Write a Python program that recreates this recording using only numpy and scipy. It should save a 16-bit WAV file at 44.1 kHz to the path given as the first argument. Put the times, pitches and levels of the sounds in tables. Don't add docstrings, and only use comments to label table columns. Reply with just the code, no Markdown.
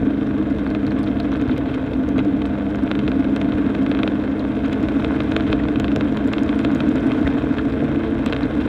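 import sys
import numpy as np
from scipy import signal
from scipy.fft import rfft, irfft
from scipy.io import wavfile
from scipy.ndimage import uniform_filter1d, map_coordinates

SR = 44100
rng = np.random.default_rng(int(sys.argv[2]) if len(sys.argv) > 2 else 0)


def generate_wav(signal):
    frames = np.transpose(np.atleast_2d(signal))
    scaled = np.clip(frames, -1, 1) * 32767
    pcm = np.round(scaled).astype(np.int16)
    wavfile.write(sys.argv[1], SR, pcm)


N = 382788
TIME = np.arange(N) / SR
FFT_SIZE = 2 ** 19
FREQS = np.maximum(np.arange(FFT_SIZE // 2 + 1) * SR / FFT_SIZE, 1)
TEETH = 17


def undb(db):
    return 10 ** (np.asarray(db) / 20)


def curve(table):
    return np.interp(TIME, *np.transpose(table))


def unit(x):
    return x / np.sqrt(np.mean(x ** 2))


def steady(x, window=8000):
    power = uniform_filter1d(uniform_filter1d(x ** 2, window), window // 2)
    return x / np.sqrt(power)


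def wander(rate_hz):
    steps = rng.standard_normal(1024)
    return map_coordinates(steps, [TIME[::64] * rate_hz], order=3, mode="wrap").repeat(64)[:N]


def spectrum(points):
    hz, db = np.transpose(points)
    return undb(np.interp(np.log(FREQS), np.log(hz), db))


def resonances(modes):
    gains = (undb(db) / (1 + ((FREQS - hz ** 2 / FREQS) / width) ** 2) for hz, width, db in modes)
    return np.sqrt(sum(gain ** 2 for gain in gains))


def ring(force, gain):
    cepstrum = irfft(np.log(np.maximum(gain, gain.max() * 1e-4)))
    cepstrum[1:FFT_SIZE // 2] *= 2
    cepstrum[FFT_SIZE // 2 + 1:] = 0
    response = irfft(np.exp(rfft(cepstrum)))[:8192]
    return signal.oaconvolve(force, response / np.abs(response).max())[:N]


def add(out, start_s, sound):
    i = max(int(start_s * SR), 0)
    out[i:i + len(sound)] += sound[:max(N - i, 0)]


def impulses(rows):
    force = np.zeros(N)
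    for s, db in rows:
        add(force, s, undb([db]))
    return force


def roughness(turns, wheel_share, points=7000):
    profile = unit(irfft(np.exp(2j * np.pi * rng.random(points // 2 + 1))))
    wheel = unit(np.interp(turns % 1 * points, np.arange(points), profile))
    return np.sqrt(wheel_share) * wheel + np.sqrt(1 - wheel_share) * rng.standard_normal(N)


def load(turns, spots, width=0.031):
    surge = sum(undb(db) * np.exp((np.cos(2 * np.pi * (turns - at)) - 1) / (2 * np.pi * width) ** 2)
                for at, db in spots)
    return unit(surge - surge.mean())


def passages(turns, spots, jitter):
    passes = [(np.searchsorted(turns, turn + at + jitter * rng.standard_normal()), db)
              for turn in range(int(turns[-1]) + 1) for at, db in spots]
    return [(i, db) for i, db in passes if 0 < i < N]


def axle_tones(turns, orders, levels_db, waver_db, wobble_rad=0.53):
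    tones = np.zeros(N)
    for order, db in zip(orders, levels_db):
        amplitude = np.sqrt(2) * undb(db + waver_db * wander(7))
        tones += amplitude * np.sin(2 * np.pi * order * turns + wobble_rad * wander(12))
    return tones


# centre in seconds, half length in seconds, depth in dB.
HUM_DIPS = [(1.748, 0.26, 15.5), (7.292, 0.29, 8.5), (8.424, 0.11, 16)]

def drive_hum(turns, speed, sing_hz=444, sing_width_hz=3.7):
    mesh = axle_tones(turns, [2 * TEETH, 3 * TEETH], [-28.5, -28.5], waver_db=1.1, wobble_rad=0.25)
    detuning = (4 * TEETH * speed - sing_hz) / (sing_width_hz / 2)
    sing = axle_tones(turns, [4 * TEETH], [-31.5], waver_db=-2) / np.hypot(1, detuning)
    shaft = axle_tones(turns, [11, 22, 44], [-47, -39, -42], waver_db=3.5)
    dip_db = sum(depth * np.exp(-((TIME - s) / half) ** 2) for s, half, depth in HUM_DIPS)
    return undb(-dip_db) * (mesh + sing) + shaft


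# frequency in Hz, width in Hz, gain in dB.
BODY_MODES = [(194.4, 30.6, -8), (269.6, 49, 4.5), (300.8, 34.4, 2.5)]
# position as a share of a turn, weight in dB.
WHEEL_SPOTS = [(.15, -1), (0.341, -5), (.64, -12.5), (0.752, 0.5)]
# time in seconds, level in dB.
BOOM_LEVEL = [(0, -22), (.8, -22.5), (1.55, -20.5), (1.8, -25), (2.0, -20.5), (2.3, -18), (2.55, -24.5),
              (2.85, -22), (3.1, -21), (3.7, -19), (4.5, -23), (4.9, -20), (5.35, -22.5), (5.7, -20),
              (6.4, -20), (7.3, -19), (8.05, -23.5), (8.68, -20.5)]

def body_boom(turns, surge_db=1.9):
    pulsing = undb(surge_db * load(turns, WHEEL_SPOTS, width=0.035))
    force = roughness(turns, wheel_share=0.37) * pulsing
    return undb(curve(BOOM_LEVEL)) * steady(ring(force, resonances(BODY_MODES)))


# frequency in Hz, width in Hz, gain in dB.
DECK_MODES = [(436, 63, -2.5), (481, 162, -7), (624.5, 68, -7.5), (685.8, 38, -5.5)]
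# position as a share of a turn, weight in dB.
SLACK_SPOTS = [(.11, 2), (.36, 5.5), (.65, 6), (.88, 1)]

def deck_growl(turns, level_db, surge_db=1.53, tooth_db=3):
    chop = np.cos(2 * np.pi * 2 * TEETH * turns)
    pulsing = undb(surge_db * load(turns, SLACK_SPOTS) + tooth_db * chop)
    force = roughness(turns, wheel_share=0.27) * pulsing
    return undb(level_db) * steady(ring(force, resonances(DECK_MODES)))


# frequency in Hz, width in Hz, gain in dB.
FRAME_MODES = [(49.3, 37, -7), (69.5, 53, 0.5), (107.5, 46, -3), (138.4, 37, 0.5)]
# position as a share of a turn, weight in dB.
SHAKE_SPOTS = [(0.041, -8.5), (0.211, 4.5), (.51, -2), (0.692, -3.5)]
# time in seconds, level in dB.
RUMBLE_LEVEL = [(0, -31), (1.45, -29), (1.9, -30), (3.3, -30.5), (4.55, -32), (4.85, -29), (5.9, -27.5),
                (6.3, -30.5), (7.7, -30), (8.68, -29)]

def frame_rumble(turns, surge_db=1.0):
    pulsing = undb(surge_db * load(turns, SHAKE_SPOTS, width=0.021))
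    force = roughness(turns, wheel_share=0.45) * pulsing
    return undb(curve(RUMBLE_LEVEL)) * steady(ring(force, resonances(FRAME_MODES)))


def crunch(turns, gain, grain_db, surge_db, tooth_db=-0.5, grain_samples=24):
    sizes = np.minimum(rng.exponential(size=N // grain_samples + 1), 6)
    grains = undb(grain_db * sizes).repeat(grain_samples)[:N]
    pulsing = undb(surge_db * load(turns, SLACK_SPOTS) + tooth_db * np.cos(2 * np.pi * TEETH * turns))
    return unit(ring(rng.standard_normal(N) * grains * pulsing, gain))


# frequency in Hz, width in Hz, gain in dB.
PANEL_MODES = [(580, 350, 1.5), (863, 314, 2.5), (1099, 257, 1), (1495, 530, 2), (2103, 240, -2.5),
               (2530, 530, -4), (3164, 260, -5), (3600, 860, -5.5)]
# frequency in Hz, gain in dB.
GRIT_SPECTRUM = [(300, -6.5), (800, 1.5), (1600, 3.5), (3000, -1.5), (3800, -5), (5000, -8.5), (9000, -9)]

def grit_crunch(turns, track_db, gain_db=0.97):
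    panels = resonances(PANEL_MODES) * spectrum(GRIT_SPECTRUM)
    return undb(track_db + gain_db) * crunch(turns, panels, grain_db=3, surge_db=1)


# frequency in Hz, gain in dB.
HISS_SPECTRUM = [(3000, -15), (4800, 2), (5600, 1.5), (6300, -4), (7100, -3.5), (8000, -7), (8900, -4),
                 (10300, -20), (11300, -14), (13000, -24), (15500, -25)]

def tread_hiss(turns, hiss_db, gain_db=0.25):
    return undb(hiss_db + gain_db) * crunch(turns, spectrum(HISS_SPECTRUM), grain_db=3.5, surge_db=1.2)


# start in seconds, relative level in dB, ring frequency in Hz.
CLEAR_TICKS = [(0.9907, -37, 8100), (1.0315, -35, 9000), (1.3179, -37, 5900), (1.339, -38, 6250),
               (1.4147, -37, 6580), (1.579, -28, 5860), (1.7468, -36, 6860), (2.089, -30, 6440),
               (2.182, -33, 6460), (2.4605, -36, 8100), (2.7576, -36, 6900), (2.8354, -38, 8600),
               (3.3617, -33, 8230), (3.415, -38, 6800), (4.6595, -36, 6500), (4.7296, -30.5, 7100),
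               (4.8294, -33, 6900), (4.8858, -38, 7000), (5.3158, -35, 6540), (5.3642, -28, 6760),
               (5.799, -26, 7150), (5.961, -23.5, 7000), (6.1707, -34, 6940), (6.2748, -32, 7340),
               (6.331, -32, 6950), (6.4334, -31, 6700), (6.5907, -32, 7150), (6.6473, -32, 7200),
               (6.749, -30, 6800), (6.891, -33, 7300), (6.957, -33, 7100), (7.1965, -44, 6560),
               (8.2614, -23, 7750), (8.6103, -43, 11200)]
# share of a turn, dB added to the hiss level.
BRUSH_SPOTS = [(.09, 11.5), (.33, 11.5), (.66, 12)]
# frequency in Hz, gain in dB.
TICK_SPECTRUM = [(1000, -17), (3500, 5), (5500, 5.5), (7500, -6.5), (9000, -4), (10300, -14),
                 (11500, -11.5), (13500, -8.5), (15500, -31)]

def flange_ticks(turns, hiss_db, gain_db=1, scatter_db=3, scrape_s=0.0011, ring_s=0.0012):
    light = [(i / SR, hiss_db[i] + db + rng.normal(0, scatter_db), rng.normal(7000, 400))
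             for i, db in passages(turns, BRUSH_SPOTS, jitter=0.011)]
    scrape, tone, t = np.zeros(N), np.zeros(N), TIME[:1200]
    for s, db, hz in CLEAR_TICKS + light:
        add(scrape, s, undb(db) * 0.18 * rng.standard_normal(len(t)) * np.exp(-t / scrape_s))
        add(tone, s, undb(db) * 0.37 * np.sin(2 * np.pi * hz * t) * np.exp(-t / ring_s))
    return undb(gain_db) * (ring(scrape, spectrum(TICK_SPECTRUM)) + tone)


# start in seconds, relative level in dB.
HARD_KNOCKS = [(0.7491, -23.5), (1.2007, -27.5), (1.3179, -32), (1.3561, -28.5), (1.7415, -28),
               (1.934, -32), (2.1816, -26), (2.419, -25.5), (2.4543, -27), (2.9139, -16), (2.9524, -25),
               (2.991, -23.5), (3.0784, -20), (3.1172, -24.5), (3.2444, -30), (3.3629, -20.5),
               (3.4143, -23), (3.5209, -26.5), (3.75, -25.5), (3.8637, -24.5), (3.915, -20), (3.949, -24.5),
               (3.9897, -23.5), (4.0324, -16), (4.0767, -17.5), (4.591, -35), (4.8855, -24), (5.046, -19),
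               (5.204, -19.5), (5.3198, -21.5), (5.3642, -12.5), (5.407, -24.5), (5.501, -29),
               (5.5283, -15.5), (5.637, -29.5), (5.685, -24.5), (5.758, -24.5), (5.7992, -21.5),
               (5.8438, -20.5), (5.881, -25), (5.917, -25), (5.961, -21), (6.009, -20.5), (6.1718, -23.5),
               (6.3348, -16.5), (6.3822, -21), (6.492, -22), (6.5916, -26), (6.6485, -17.5),
               (6.8043, -18.5), (7.118, -22.5), (7.2755, -21.5), (7.5844, -22.5), (8.2623, -21.5),
               (8.325, -18), (8.3317, -19), (8.3642, -21)]
# frequency in Hz, gain in dB.
KNOCK_SPECTRUM = [(300, -3), (800, -13), (1200, 8), (1700, 4), (2700, 9.5), (3700, 5.5), (4400, 5.5),
                  (5200, 2), (7200, 4.5), (15000, -1.5)]

def gear_knocks(turns, track_db, gain_db=8, light_db=-6, scatter_db=3, thud_db=-10,
                chatter_s=0.0025, lag_s=0.0006):
    light = [(i / SR, track_db[i] + db + light_db + scatter_db * rng.uniform(-0.73, 1))
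             for i, db in passages(turns, SLACK_SPOTS, jitter=0.022)]
    force, t = np.zeros(N), TIME[:600]
    onset = 1 - np.exp(-t / 0.00027)
    for s, db in HARD_KNOCKS + light:
        blow = 0.071 * rng.standard_normal(len(t)) * np.exp(-t / chatter_s) * onset
        blow[0] = 1
        add(force, s + lag_s, undb(db + gain_db) * blow)
    clack = ring(force, resonances(PANEL_MODES) * spectrum(KNOCK_SPECTRUM))
    return clack + undb(thud_db) * ring(force, resonances(DECK_MODES))


# start in seconds, relative level in dB.
BODY_THUMPS = [(.069, -6.5), (.399, -10), (1.51, -10), (1.71, -14.5), (1.905, -17), (2.087, -16),
               (2.193, -11), (2.266, -12), (2.363, -14), (3.191, -9), (3.432, -22), (3.639, -12),
               (3.894, -8.5), (4.831, -23), (4.997, -10), (6.279, -11), (6.594, -19), (6.884, -8),
               (7.057, -8.5), (7.213, -5), (7.497, -19), (7.841, -12), (8.265, -6)]
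# start in seconds, relative levels of frame and deck in dB.
FRAME_DECK_JOLTS = [(.025, -15, -20), (1.48, -18, -27), (2.182, -21, -15.5), (2.914, -27, -30),
                    (3.081, -21, -17), (3.916, -27, -23), (4.045, -33, -15), (3.545, -13, -36),
                    (5.497, -14, -15), (5.534, -22, -13), (5.652, -13.5, -27), (5.971, -27, -12),
                    (7.245, -12.5, -34), (7.438, -25, -13.5), (7.67, -19, -34), (7.824, -25, -13),
                    (7.892, -26, -24), (8.263, -25, -17)]

def track_bumps(gain_db=-1):
    body = ring(impulses(BODY_THUMPS), resonances(BODY_MODES))
    frame = ring(impulses((s, db) for s, db, _ in FRAME_DECK_JOLTS), resonances(FRAME_MODES))
    deck = ring(impulses((s, db) for s, _, db in FRAME_DECK_JOLTS), resonances(DECK_MODES))
    return undb(gain_db) * (body + frame + deck)


def sand_crackle(hiss_db, gain_db=1, size_db=3, ring_s=0.0014, count=260):
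    out, t = np.zeros(N), TIME[:600]
    hiss_energy = np.cumsum(undb(hiss_db) ** 2)
    for when, pitch, rarity, length in rng.random((count, 4)):
        i = np.searchsorted(hiss_energy, when * hiss_energy[-1])
        hz = 6800 + 2500 * pitch
        db = hiss_db[i] + gain_db - size_db * np.log(max(rarity, 0.02))
        burst = np.sin(2 * np.pi * hz * t) * np.exp(-t / (ring_s * (0.4 + length)))
        add(out, i / SR, undb(db) * burst)
    return out


# start in seconds, relative level in dB.
LINK_CHINKS = [(0.6734, -38), (0.7028, -35), (0.8668, -30.5), (0.9073, -35.5), (1.0385, -29.5),
               (1.2007, -27), (1.2301, -36), (1.4857, -37), (1.9356, -34), (2.4184, -39), (4.3949, -34),
               (7.7225, -32), (8.324, -32), (8.432, -29)]

def coupling_chinks(gain_db=-6, decay_s=0.0035, link_hz=4050, width_hz=650):
    envelope, t = np.zeros(N), TIME[:2000]
    for s, db in LINK_CHINKS:
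        add(envelope, s, undb(db + gain_db) * np.exp(-t / decay_s))
    return envelope * unit(ring(rng.standard_normal(N), resonances([(link_hz, width_hz, 0)])))


# centre in seconds, relative level in dB, time scale in seconds.
JUDDER_BOUTS = [(.984, -39, 0.014), (1.075, -35.5, 0.011), (1.337, -41, .03), (1.411, -39.5, .025),
                (1.516, -38, .03), (1.573, -38, .017), (1.694, -39, 0.039), (1.746, -34.5, .016),
                (2.193, -32.5, 0.016), (3.58, -39, 0.012), (4.652, -34, 0.022), (4.731, -30.5, 0.013),
                (4.841, -38, 0.018), (5.155, -43, 0.017), (5.475, -32, 0.01), (5.525, -34, 0.018),
                (5.602, -41, 0.0099), (6.087, -38, 0.014), (7.12, -41, 0.017), (7.386, -40, 0.02),
                (7.592, -34, .012), (8.047, -41, .042), (8.275, -35, 0.018), (8.613, -29.5, 0.013)]

def wheel_judder(turns, gain_db=-1):
    bouts = sum(undb(db) * np.exp(-((TIME[::16] - s) / (0.75 * scale)) ** 2)
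                for s, db, scale in JUDDER_BOUTS).repeat(16)[:N]
    panels = resonances(PANEL_MODES) * spectrum(KNOCK_SPECTRUM)
    return undb(gain_db) * bouts * crunch(turns, panels, grain_db=3, surge_db=-1, tooth_db=1.5)


# centre in seconds, relative level in dB, pitch in Hz.
FLANGE_RUBS = [(2.165, -28, 1380), (3.585, -31.5, 1580), (5.601, -31, 1990), (7.072, -43, 1820),
               (7.206, -39, 1600), (7.267, -27, 1950), (7.337, -35, 1770), (7.593, -25, 1510)]

def flange_scrapes(gain_db=-4, half_length_s=0.0087, width_hz=450):
    out, t = np.zeros(N), TIME[:4096] - TIME[2048]
    swell = np.exp(-(t / half_length_s) ** 2)
    for s, db, hz in FLANGE_RUBS:
        band = signal.butter(3, [hz - width_hz / 2, hz + width_hz / 2], "bandpass", fs=SR, output="sos")
        rub = signal.sosfilt(band, rng.standard_normal(len(t)))
        add(out, s + t[0], undb(db + gain_db) * unit(rub) * swell)
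    return out


# time in seconds, axle speed in turns per second.
AXLE_SPEED = [(0.0, 6.151), (0.9, 6.11), (1.5, 6.013), (2.1, 5.954), (2.85, 6.061), (3.3, 5.978),
              (3.9, 6.018), (4.8, 6.292), (5.4, 6.262), (5.9, 6.167), (6.9, 6.42), (7.5, 6.47),
              (8.1, 6.535), (8.4, 6.457), (8.67, 6.436)]
# time in seconds, relative level in dB.
TRACK_ROUGHNESS = [(0.0, -39.5), (1.67, -38.5), (2.05, -39.5), (3.84, -37), (4.35, -38.5), (4.88, -36),
                   (5.44, -35.5), (5.75, -37.5), (7.18, -34.5), (7.59, -37), (7.93, -37), (8.68, -36)]

def scene():
    speed, track_db = curve(AXLE_SPEED), curve(TRACK_ROUGHNESS)
    turns = np.cumsum(speed) / SR
    excess_db = track_db - track_db.mean()
    deck_db = -31 + 0.53 * excess_db
    hiss_db = -64.5 + 1.2 * excess_db
    drone = drive_hum(turns, speed) + body_boom(turns) + deck_growl(turns, deck_db) + frame_rumble(turns)
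    rolling = grit_crunch(turns, track_db) + tread_hiss(turns, hiss_db)
    impacts = flange_ticks(turns, hiss_db) + gear_knocks(turns, track_db) + track_bumps()
    clatter = sand_crackle(hiss_db) + coupling_chinks() + wheel_judder(turns) + flange_scrapes()
    return (drone + rolling + impacts + clatter)[None]


def record(dry, noise_db=-73, low_hz=28, top_hz=15800):
    noisy = dry + undb(noise_db) * rng.standard_normal(dry.shape)
    thin = signal.sosfilt(signal.butter(2, low_hz, "high", fs=SR, output="sos"), noisy)
    return signal.sosfilt(signal.ellip(8, 0.2, 70, top_hz, fs=SR, output="sos"), thin)


dry = scene()
out = record(dry)
generate_wav(out)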